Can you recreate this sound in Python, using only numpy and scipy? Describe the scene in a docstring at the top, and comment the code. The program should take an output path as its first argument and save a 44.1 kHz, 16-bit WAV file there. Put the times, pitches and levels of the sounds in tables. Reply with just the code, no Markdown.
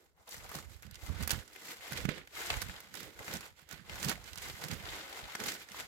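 """Someone walks through dry fallen leaves in a wood, carrying two microphones in one hand.
A faint rustle grows into crunching presses of the shoe (filtered noise under crackling envelopes);
leaves and twigs snap throughout (ringing noise bursts, a few with short decaying tones), hardest at 2.5 s,
while the soil thuds and swishes (low noise bands). A lumpy rumble (deep noise) and low knocks (decaying tones)
from the carrying hand reach mostly the right microphone. The strongest crush comes near 4.1 s."""
import sys
import numpy as np
from scipy import signal
from scipy.fft import rfft, irfft, next_fast_len
from scipy.io import wavfile

SR = 44100
rng = np.random.default_rng(int(sys.argv[2]) if len(sys.argv) > 2 else 0)


def persist_wave(psi):
    """Save psi, clipped to +-1, as 16-bit WAV."""
    counts = np.round(np.clip(psi, -1, 1) * 32767).astype(np.int16)
    wavfile.write(sys.argv[1], SR, np.atleast_2d(counts).T)


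N = 258867  # length [samples]
STEP_S = 0.005  # time step of the swell envelopes [s]


def crushing():
    """Common excitation: each press or drag of a shoe drives swish, crunch, body, crisp and fizz together."""
    # presses and drags of a shoe in the leaves: (peak time [s], rise [s], fall [s], level [dB],
    # soil swish re level [dB], low crunch re level [dB], brightness re level [dB], left minus right [dB])
    crush_events = [(0.0, 0.023, 0.2, -74.5, 2, -0.5, 0.5, -3),
                    (0.211, 0.09, 0.11, -76.5, -3, 5.5, 1, -0.8),
                    (0.281, 0.021, 0.037, -65, -16, 7, -4, -1),
                    (0.332, 0.09, 0.2, -58.5, -13.5, -6, 3.5, 0),
                    (0.451, 0.24, 0.34, -61.5, -14, 1.3, -2, 0.5),
                    (0.558, 0.12, 0.14, -53.5, -3.5, -4.5, -0.8, -4),
                    (0.729, 0.1, 0.15, -65.5, -7, -7, 0.2, -5),
                    (0.848, 0.048, 0.114, -63, -16, -7, -4.5, -6),
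                    (0.952, 0.099, 0.087, -61.5, -19, -25, -10, -5),
                    (1.053, 0.14, 0.2, -59.5, -8.5, -3.5, 1.5, 2),
                    (1.136, 0.23, 0.15, -61, 0, -6, -6.8, -4), (1.227, 0.15, 0.08, -50.0, -7, -6, -5, -1.5),
                    (1.307, 0.043, 0.15, -45.5, -12, -7, -3.5, -5),
                    (1.391, 0.071, 0.17, -62.5, 0.5, -9, -2, -2),
                    (1.575, 0.29, 0.2, -62, -7.5, -8, -3.3, -3.5),
                    (1.712, 0.21, 0.094, -52.5, -8.2, -6.5, 0.3, -0.8),
                    (1.864, 0.2, 0.244, -53, -18, -6.5, -4, 0.5),
                    (1.981, 0.15, 0.15, -48, -4, -8, -4.5, -5),
                    (2.1, 0.041, 0.16, -46.5, -3.5, -19, -14, -11),
                    (2.17, 0.04, 0.13, -55, -5, -6.5, -8.5, -3.5),
                    (2.399, 0.12, 0.6, -46.5, -14, -8, -3, 1),
                    (2.517, 0.046, 0.13, -46, -10.5, -2, -8, 0.5),
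                    (2.753, 0.239, 0.33, -61, -9, -2, -7.5, -5),
                    (2.974, 0.08, 0.198, -53, -7, -13, -2.0, -6), (3.08, 0.12, 0.1, -59.5, 1, -8, -5, -5),
                    (3.208, 0.078, 0.077, -60, -2, 6.0, -2, -2),
                    (3.348, 0.26, 0.1, -50, -4.5, -6.5, -1.2, -2),
                    (3.453, 0.17, 0.1, -56.5, -12, -3.7, -3, -3),
                    (3.605, 0.11, 0.11, -64.5, -13, -8, -5, -7),
                    (3.723, 0.076, 0.2, -55, -9.5, -11, -6.5, -8),
                    (3.927, 0.111, 0.65, -53, -10.5, -4, -4.5, -0.3),
                    (4.046, 0.095, 0.06, -47.5, -4.5, -8, 1.2, -8),
                    (4.098, 0.079, 0.074, -42.5, -4.5, -5.5, -3, -8),
                    (4.266, 0.04, 0.214, -56.5, -11.5, -14, -4, -8),
                    (4.38, 0.035, 0.18, -53, -23.5, -23, -10.7, -17),
                    (4.451, 0.14, 0.3, -51.5, -12, -7.5, -1, -0.7),
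                    (4.643, 0.11, 0.086, -50.5, -6.5, -1.5, -1.5, -4),
                    (4.716, 0.12, 0.18, -51.5, -4.5, -9, -4, -8.5),
                    (4.93, 0.28, 0.41, -49, -9.5, -5, -5.5, -0.1),
                    (5.172, 0.17, 0.14, -51.5, -10, -2.6, -4, 1),
                    (5.317, 0.24, 0.23, -53, -17, -5, -7, 1.5),
                    (5.427, 0.11, 0.27, -49.5, -5, -6, -3.3, -8),
                    (5.487, 0.1, 0.14, -44.6, -12, -10, -1.8, -2),
                    (5.623, 0.073, 0.064, -54, -14, -13, -5, -2),
                    (5.799, 0.19, 0.12, -50, -13, -5.5, -3.5, -0.5)]
    still_db = -104.5  # level left between the swells
    s, rise_s, fall_s, db, swish_db, crunch_db, bright_db, pan_db = np.transpose(crush_events)
    shape = swells(s, rise_s, fall_s)
    body_db = 0
    crisp_db = bright_db - 2.5
    fizz_db = 1.16 * bright_db - 5  # follows brightness more steeply
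    layers = [swish_db, crunch_db, body_db, crisp_db, fizz_db]
    return [played(shape, db + layer, pan_db, still_db) for layer in layers]


def leaves(gains):
    """Sum of many fractures: smooth rustle plus crackles, some across all pitches, most in their own range."""
    # colour of the leaf bed: (frequency [Hz], relative spectral density level [dB])
    litter_colour = [(260, -82), (450, -6), (620, -7.5), (850, -5), (1080, -7), (2090, -4), (2690, -7.5),
                     (3620, -7), (5890, -12), (7570, -10), (8300, -13.5), (8910, -15), (13900, -7),
                     (15600, -13.5)]
    # limits of the pitch ranges in crunch, body, crisp and fizz, large leaves to small: (frequencies [Hz])
    size_limits = [(300, 750, 1250), (1250, 1900, 2900, 4600), (4600, 6500, 8700), (8700, 12000, 17000)]
    size = next_fast_len(N)
    hz = np.fft.rfftfreq(size, 1 / SR)
    bed = rfft(noise_pair(size)) * amp(read(litter_colour, hz))
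    shared = crackle(per_s=280, spread_db=2.5, t60=0.031)
    out = np.zeros((2, N))
    for edges, gain in zip(size_limits, gains):
        layer = np.zeros((2, N))
        for lo_hz, hi_hz in zip(edges, edges[1:]):
            # power shares of neighbouring ranges complement each other
            share = 1 / (1 + (hz / hi_hz) ** 12) - 1 / (1 + (hz / lo_hz) ** 12)
            own = crackle(per_s=180, spread_db=5.0, t60=0.06)
            rustle = irfft(bed * np.sqrt(share), size)[:, :N]
            layer += rustle * np.sqrt(1 + (1.04 * shared) ** 2 + (0.97 * own) ** 2)
        out += evened(layer) * gain
    return out


def crackle(per_s, spread_db, t60):
    """Shot-noise envelope: random breaks of uneven size, each starting at once and decaying exponentially."""
    size = amp(spread_db * np.minimum(rng.exponential(1, N), 5))
    breaks = size * (rng.random(N) < per_s / SR)
    t = np.arange(2000) / SR
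    power_tail = amp(-120 * t / t60)  # a power, so 60 dB down after t60
    power = signal.oaconvolve(breaks ** 2, power_tail)[:N]
    return evened(np.sqrt(abs(power)))


def loud_snaps():
    """Brittle fracture: the loudest breaks of single leaves and twigs, each at its own moment."""
    # loud breaks: (time [s], nominal peak level [dB], ring frequency [Hz], crack re peak [dB],
    # spit re peak [dB], left minus right [dB])
    snap_events = [(0.274, -45, 1000, -16, -12, 4), (0.2906, -49.5, 2080, -7, 5.5, 5),
                   (0.3421, -31.5, 1670, -15, -30, 2), (0.4913, -40, 1510, -9, -9, 7),
                   (0.5148, -31, 1150, -21, -17, 4), (0.5512, -34, 1370, -3, -20, -2),
                   (0.5859, -31, 1170, -13, -31, -2), (0.823, -48, 2120, -4, -6, -8),
                   (0.8292, -37.5, 1980, -17, -20, 3), (0.8656, -49, 1450, -8, -15, 0),
                   (0.9103, -53.5, 1590, 2, 1, -3), (0.9434, -55.5, 1320, 6.5, -12, -9),
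                   (0.9542, -45.5, 3700, -1.5, -23, -4), (1.2014, -35, 1470, -24, -29, 1),
                   (1.2252, -31, 2050, -11, -11, -15), (1.2334, -37.5, 2140, -3, -11, -4),
                   (1.275, -29.5, 2090, -4, 1, -11), (1.2935, -26.5, 2400, -11, -17, 2),
                   (1.3057, -27, 3250, 2, -10, -31), (1.3135, -25, 1750, -2.5, -3, -7),
                   (1.3346, -40, 1730, -25, -4, -6), (1.477, -51, 1480, 0.5, -27, -26),
                   (1.533, -55, 2000, 2.5, -11, 5), (1.5597, -33.5, 2010, -24, -21, 2),
                   (1.8776, -30, 1910, -26, -25, 1), (1.921, -27, 1830, -14, -15, -19),
                   (1.9307, -31, 2030, -8, -17, 7), (1.9743, -28.5, 2610, -12, -17, -8),
                   (2.052, -20.5, 1740, -20, -41, -11), (2.0894, -16.5, 2040, -30, -35, -15),
                   (2.1763, -39, 2540, -44, -32, -20), (2.273, -37, 2100, -19, -26, -3),
                   (2.3708, -29, 1970, -25, -27, -2), (2.4695, -43, 1600, -13, -27, 4),
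                   (2.502, -13, 2380, -46, -46, 0), (2.5389, -21.5, 2170, -26, -50, -4),
                   (2.567, -23.5, 1580, -22, -33, -5), (2.617, -27, 1880, -8, -7.5, -24),
                   (2.623, -27, 1560, -11, -21, -9), (2.6952, -30, 1800, -33, -32, 2),
                   (2.803, -41.5, 2020, -8, -7, -11), (2.9402, -32, 1930, -12.5, -15.5, -19),
                   (2.9514, -47, 1500, 4, 4, -13), (3.0034, -33.5, 1550, -14, -16, -21),
                   (3.0294, -42, 2250, -2, -11, -3), (3.1905, -32.5, 1790, -16, -23, 0),
                   (3.2792, -26.5, 1820, -25, -30, 2), (3.337, -36, 1450, -0.5, -3.5, -20),
                   (3.3676, -39, 1740, -2, -12, -16), (3.4071, -38.5, 1330, -6.5, -12, -6),
                   (3.461, -35, 1620, -23, -23, -12), (3.5922, -42, 1430, -18, -29, -21),
                   (3.689, -53.5, 1510, 4, -3, -15), (3.7105, -36.5, 1810, -6, -13, -19),
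                   (3.7262, -34.5, 1530, -8, -19, -23), (3.771, -52, 2480, -11, -24, 5),
                   (3.895, -28, 2570, -31, -37, 2), (3.9554, -35, 1410, -9, -25, -0.5),
                   (4.028, -32.5, 2500, -1.5, -19, -7), (4.0462, -33.5, 1460, 0, -6.5, -14),
                   (4.084, -36.5, 3500, 3.5, -22, -12), (4.0936, -26, 1470, -5, -4, -7),
                   (4.1144, -20, 1540, -17, -27, -11), (4.1544, -32, 2090, -22, -35, -12),
                   (4.2407, -45, 1700, -3.5, -16, -17), (4.3311, -33, 3440, -17, -24, -7),
                   (4.3565, -44, 2060, 0, -8, -7), (4.375, -45.5, 3150, 2, 1, -9),
                   (4.382, -44.5, 2030, 4, -20, -4), (4.4194, -39, 2040, -14, -7, -4),
                   (4.6379, -33.5, 1450, -5.5, -8, -11), (4.6835, -37, 3150, -5, -10, -1),
                   (4.7126, -29, 3750, -10, -20, -7), (4.7336, -39, 3670, -4.5, -21, -4),
                   (4.7417, -41, 2060, -20, -7, -6), (5.3517, -22, 1560, -14.5, -30, 0),
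                   (5.401, -28, 2760, -11, -17, 2), (5.4375, -34.5, 2330, 0, -14, 3),
                   (5.467, -37, 1470, -18, -3, -1), (5.5192, -44, 1670, 6, -19, -1),
                   (5.6868, -36.5, 1760, -14, -32, -22), (5.7167, -39, 3140, -7, -17, -4),
                   (5.7265, -51, 3150, -11, -23, 2), (5.7452, -39, 900, -26, -30, -11),
                   (5.7914, -35, 2110, -16, -27, 11)]
    return snaps(snap_events)


def small_snaps(rustle):
    """Weaker fractures at random moments, their strength following the gain of the rustle."""
    count = 90
    over_db = 11  # highest nominal peak above the rustle [dB]
    when, size, pitch, crack, spit, side = rng.random((count, 6)).T
    s = when * (N - 1) / SR
    rustle_db = 20 * np.log10(rustle.mean(0)[(s * SR).astype(int)])
    peak_db = rustle_db + over_db - 8 * size
    ring_hz = 1100 + 3400 * pitch ** 2
    return snaps(np.c_[s, peak_db, ring_hz, -12 - 14 * crack, -18 - 14 * spit, 4 - 14 * side])


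def snaps(rows):
    """Impulsive excitation of damped resonances: a noise burst as ring, dull thock, crisp crack and bright spit."""
    rise_s, low_t60, treble_t60, thock_db = 0.0015, 0.029, 0.023, -29.5
    out, t = np.zeros((2, N)), np.arange(2048) / SR
    rise = 1 - np.exp(-t / rise_s)
    low_tail, high_tail = amp(-60 * t / low_t60), amp(-60 * t / treble_t60)
    blow = 1 + 0.77 * np.exp(-((t - .0014) / 0.00037) ** 2)  # the break itself stands out
    for s, peak_db, hz, crack_db, spit_db, pan_db in rows:
        burst = noise_pair(len(t)) * blow
        ring = 0.28 * evened(resonate(resonate(burst, hz, 0.46 * hz), hz, 3.2 * hz))
        thock = evened(resonate(resonate(burst, 830, 320), 750, 410)) * amp(thock_db)
        crack = 1.29 * evened(resonate(resonate(burst, 5100, 5500), 5760, 6600)) * amp(crack_db)
        spit = 1.2 * evened(resonate(resonate(burst, 11700, 4100), 10300, 7000)) * amp(spit_db)
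        snap = rise * ((ring + thock) * low_tail + (crack + spit) * high_tail)
        add(out, s, amp(peak_db) * snap * sides(pan_db)[:, None])
    return out


def feet(dragging):
    """Impact and friction: the soil thuds under the weight and swishes as the shoe drags."""
    # soil thuds: (peak time [s], rise [s], level [dB], left minus right [dB])
    thud_events = [(0.392, 0.078, -58, -16.5), (0.567, 0.046, -53.5, -9), (0.695, 0.048, -64, -26.7),
                   (0.872, 0.1, -62, -24), (1.105, 0.053, -44.5, -36.4), (1.213, 0.085, -47.5, -34),
                   (1.347, 0.059, -48, -12), (1.67, 0.11, -65, -8), (1.943, 0.062, -52.5, -4),
                   (1.99, 0.04, -50, -13), (2.075, 0.046, -40.5, -10), (2.18, 0.028, -54, -20),
                   (2.532, 0.29, -60.5, -25), (2.628, 0.055, -55, -14), (2.689, 0.078, -58.5, -10),
                   (2.992, 0.21, -64, -12), (3.212, 0.045, -66, -21.4), (3.299, 0.05, -58, -12),
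                   (3.348, 0.11, -57.5, -9), (3.737, 0.037, -58, -20), (3.803, 0.057, -58.5, -20),
                   (3.913, 0.092, -60.5, -17.7), (4.064, 0.077, -44, -7.0), (4.384, 0.28, -62, -26),
                   (4.49, 0.022, -58.9, -8.3), (4.556, 0.065, -74, -23.2), (4.66, 0.035, -53, -18),
                   (4.737, 0.17, -54.5, -12), (4.987, 0.072, -67, -1), (5.238, 0.21, -65.4, -23),
                   (5.436, 0.11, -52, -7.1), (5.714, 0.04, -69, -12), (5.81, 0.077, -64.5, -7.5)]
    noise = noise_pair(next_fast_len(N))[:, :N]
    soil_db = -87  # level left between the thuds
    thud = evened(band(noise, 119, 211.3) * lumps(20, 3.0)) * jolts(thud_events, soil_db)
    swish = evened(band(noise, 270.4, 552) * lumps(61, 1.5)) * dragging
    return thud + swish


def rumble():
    """Handling noise: bumps of the carrying hand as deep lumpy noise, incoherent between the microphones."""
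    # bumps of the carrying hand: (peak time [s], rise [s], level [dB], left minus right [dB])
    bump_events = [(0.406, 0.088, -51, -27), (0.604, 0.12, -55.5, -13), (0.716, 0.058, -52.5, -30),
                   (0.78, 0.026, -68, -15), (0.872, 0.12, -52.5, -31), (0.96, 0.046, -58, -30),
                   (1.04, 0.024, -45, -26), (1.108, 0.12, -42.5, -28), (1.209, 0.081, -38.5, -36),
                   (1.342, 0.063, -41.5, -33), (2.008, 0.14, -46.5, -11.7), (2.363, 0.085, -61.5, -19),
                   (2.549, 0.12, -40, -33), (2.695, 0.067, -66, -24.9), (3.027, 0.16, -59.5, -13),
                   (3.209, 0.15, -57, -23.8), (3.354, 0.093, -57, -20), (3.769, 0.09, -59, -12),
                   (3.968, 0.18, -52.5, -21), (4.072, 0.26, -52.2, -19), (4.356, 0.105, -55, -27.3),
                   (4.504, 0.1, -54, -24), (4.719, 0.14, -52, -20.2), (4.85, 0.183, -55, -22),
                   (5.07, 0.094, -69, -14.6), (5.237, 0.04, -51.5, -28.8), (5.468, 0.062, -61, -6),
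                   (5.756, 0.119, -63.7, -16.3), (5.8, 0.04, -55.5, -13)]
    noise = rng.standard_normal((2, N))
    body = band(noise, 36.0, 105) + .5 * evened(resonate(noise, 63.0, 24))
    hand_db = -76  # level left between the bumps
    return evened(body * lumps(28, 4.3)) * jolts(bump_events, hand_db)


def knocks():
    """Damped oscillation: a sudden push rings briefly, low from the carrying hand, high from breaking twigs."""
    # low knocks and short high clicks: (time [s], nominal peak level [dB], ring frequency [Hz],
    # 60 dB decay time [s], left minus right [dB])
    knock_events = [(0.556, -41.5, 150, 0.097, -6), (0.85, -49, 172, 0.091, -26),
                    (0.875, -41, 83.4, 0.027, -19.0), (1.099, -28.5, 84.5, 0.071, -32.5),
                    (1.221, -30, 83.4, 0.058, -22), (1.33, -26, 83.4, 0.027, -30),
                    (1.353, -37, 94, 0.051, -23), (1.92, -37, 143, 0.047, -18),
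                    (2.052, -25, 165, 0.057, -22), (2.088, -22, 178, 0.026, -22),
                    (2.402, -48, 403, 0.045, -6), (2.502, -33, 700, 0.016, -5),
                    (2.689, -34, 72.5, 0.046, -27), (3.202, -44, 99, 0.044, -26),
                    (3.344, -44.5, 222, 0.14, -6), (3.624, -57.5, 151, 0.06, -14),
                    (3.733, -48.5, 158, 0.067, -11.5), (3.913, -45, 72.7, 0.055, -17),
                    (4.057, -32, 141, 0.05, -6.0), (4.087, -32, 196, 0.039, -2),
                    (4.5, -47.5, 136, 0.06, -6), (4.639, -48, 147, 0.06, -10),
                    (4.726, -28.5, 126, 0.026, -33), (5.352, -30.5, 1090, 0.011, -1),
                    (5.41, -42, 196, 0.029, -6), (5.709, -57.5, 193, 0.16, -9.0),
                    (5.745, -43, 840, 0.018, 2)]
    out, t = np.zeros((2, N)), np.arange(6000) / SR
    for s, peak_db, hz, t60, pan_db in knock_events:
        turns = hz * (t + 0.00088 * (1 - np.exp(-t / 0.00082)))  # the first swing is quicker
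        decay = amp(-60 * t / t60) + 0.12 * np.exp(-t / 0.00073)
        push = -np.sin(2 * np.pi * turns) * decay
        add(out, s, amp(peak_db) * push * sides(pan_db)[:, None])
    return out


def jolts(table, rest_db):
    """Asymmetric envelope: gain over time of short swells that take twice as long to fall as to rise."""
    s, rise_s, db, pan_db = np.transpose(table)
    return played(swells(s, rise_s, 2 * rise_s), db, pan_db, rest_db)


def swells(peak_s, rise_s, fall_s):
    """Attack and decay: gain of each event (events x time steps), up to a rounded top and down again."""
    edge_db, rounding = -27.5, 1.33  # level one rise or fall time from the top; exponent of the top
    ahead = np.arange(0, N / SR + STEP_S, STEP_S) - peak_s[:, None]
    part = np.where(ahead < 0, -ahead / abs(rise_s[:, None]), ahead / abs(fall_s[:, None]))
    return amp(edge_db * part ** rounding)


def played(shape, level_db, pan_db, rest_db):
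    """Incoherent summation: adds the powers of all events and of the rest between, for both microphones."""
    event_power = (sides(pan_db) * amp(level_db)) ** 2 @ shape ** 2
    power = event_power + 2 * amp(rest_db) ** 2
    t = np.arange(N) / SR
    return np.array([np.interp(t, np.arange(len(p)) * STEP_S, np.sqrt(p)) for p in power])


def noise_pair(size):
    """Spatial coherence: white noise at both microphones, most alike where the waves are long."""
    # likeness of the two microphones: (frequency [Hz], left-right correlation [1])
    likeness = [(60, 0.95), (150, 0.63), (380, 0.84), (950, 0.2), (2380, 0.12), (5980, 0.17),
                (15000, -0.18)]
    lag = 6  # samples by which the left microphone leads
    a, b = rfft(rng.standard_normal((2, size)))
    hz = np.fft.rfftfreq(size, 1 / SR)
    same = np.clip(read(likeness, hz), -1, 1)
    right = same * a + np.sqrt(1 - same ** 2) * b
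    delay = np.exp(-2j * np.pi * hz * lag / SR)
    return irfft([a, right * delay], size)


def resonate(x, hz, width):
    """Resonance by heterodyning: shifts hz down to zero, smooths, and shifts back with gain 1 at hz."""
    turn = np.exp(2j * np.pi * np.cumsum(hz * np.ones(x.shape[-1])) / SR)
    r = np.exp(-np.pi * width / SR)
    return 2 * (turn * signal.lfilter([1 - r], [1, -r], x / turn)).real


def band(x, lo_hz, hi_hz):
    """Band limitation: steep band-pass, scaled to rms 1."""
    return evened(signal.sosfilt(signal.butter(3, [lo_hz, hi_hz], "band", fs=SR, output="sos"), x))


def lumps(cutoff_hz, depth_db):
    """Amplitude modulation by low-passed noise: a gain that wanders by depth_db rms."""
    wander = signal.lfilter(*signal.butter(2, cutoff_hz, fs=SR), rng.standard_normal(N))
    return amp(depth_db * evened(wander))


def sides(pan_db):
    """Level difference at constant power: gains of two unrelated signals whose mean has power 1."""
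    left = amp(pan_db)
    return 2 * np.array([left, np.ones_like(left)]) / np.sqrt(1 + left ** 2)


def amp(db):
    """Logarithmic level: decibels to amplitude gain."""
    return 10 ** (np.asarray(db) / 20)


def evened(x):
    """Effective value: scales to rms 1."""
    return x / np.sqrt(np.mean(x ** 2) + 1e-20)


def read(points, hz):
    """Logarithmic frequency scale: interpolates a spectrum table along it."""
    f, value = np.transpose(points)
    return np.interp(np.log(hz + 1), np.log(f + 1), value)


def add(mix, s, sound):
    """Superposition: mixes a two-channel sound in at time s [s]."""
    part = mix[:, round(s * SR):][:, :sound.shape[1]]
    part += sound[:, :part.shape[1]]


def scene():
    """Superposition of all sources at the two microphones."""
    swish, crunch, body, crisp, fizz = crushing()
    ground = leaves([crunch, body, crisp, fizz]) + feet(swish)
    breaks = loud_snaps() + small_snaps(body)
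    return ground + breaks + rumble() + knocks()


def record(dry):
    """Cavity resonance: each microphone cavity adds narrow bands; then bass cut and treble limit."""
    # microphone cavities: (frequency [Hz], width [Hz], left level [dB], right level [dB])
    cavities = [(1479, 20, -23, 3.5), (2068, 26, 5, -33), (4730, 390, -38.5, -22.5)]
    x = dry.copy()
    for hz, width, left_db, right_db in cavities:
        x += amp([[left_db], [right_db]]) * resonate(dry, hz, width)
    x = signal.sosfilt(signal.butter(3, 45, "high", fs=SR, output="sos"), x)
    treble_limit = signal.firwin(511, 16100, window=("kaiser", 9), fs=SR)
    return signal.oaconvolve(x, treble_limit[None], "same")


dry = scene()
out = record(dry)
persist_wave(out)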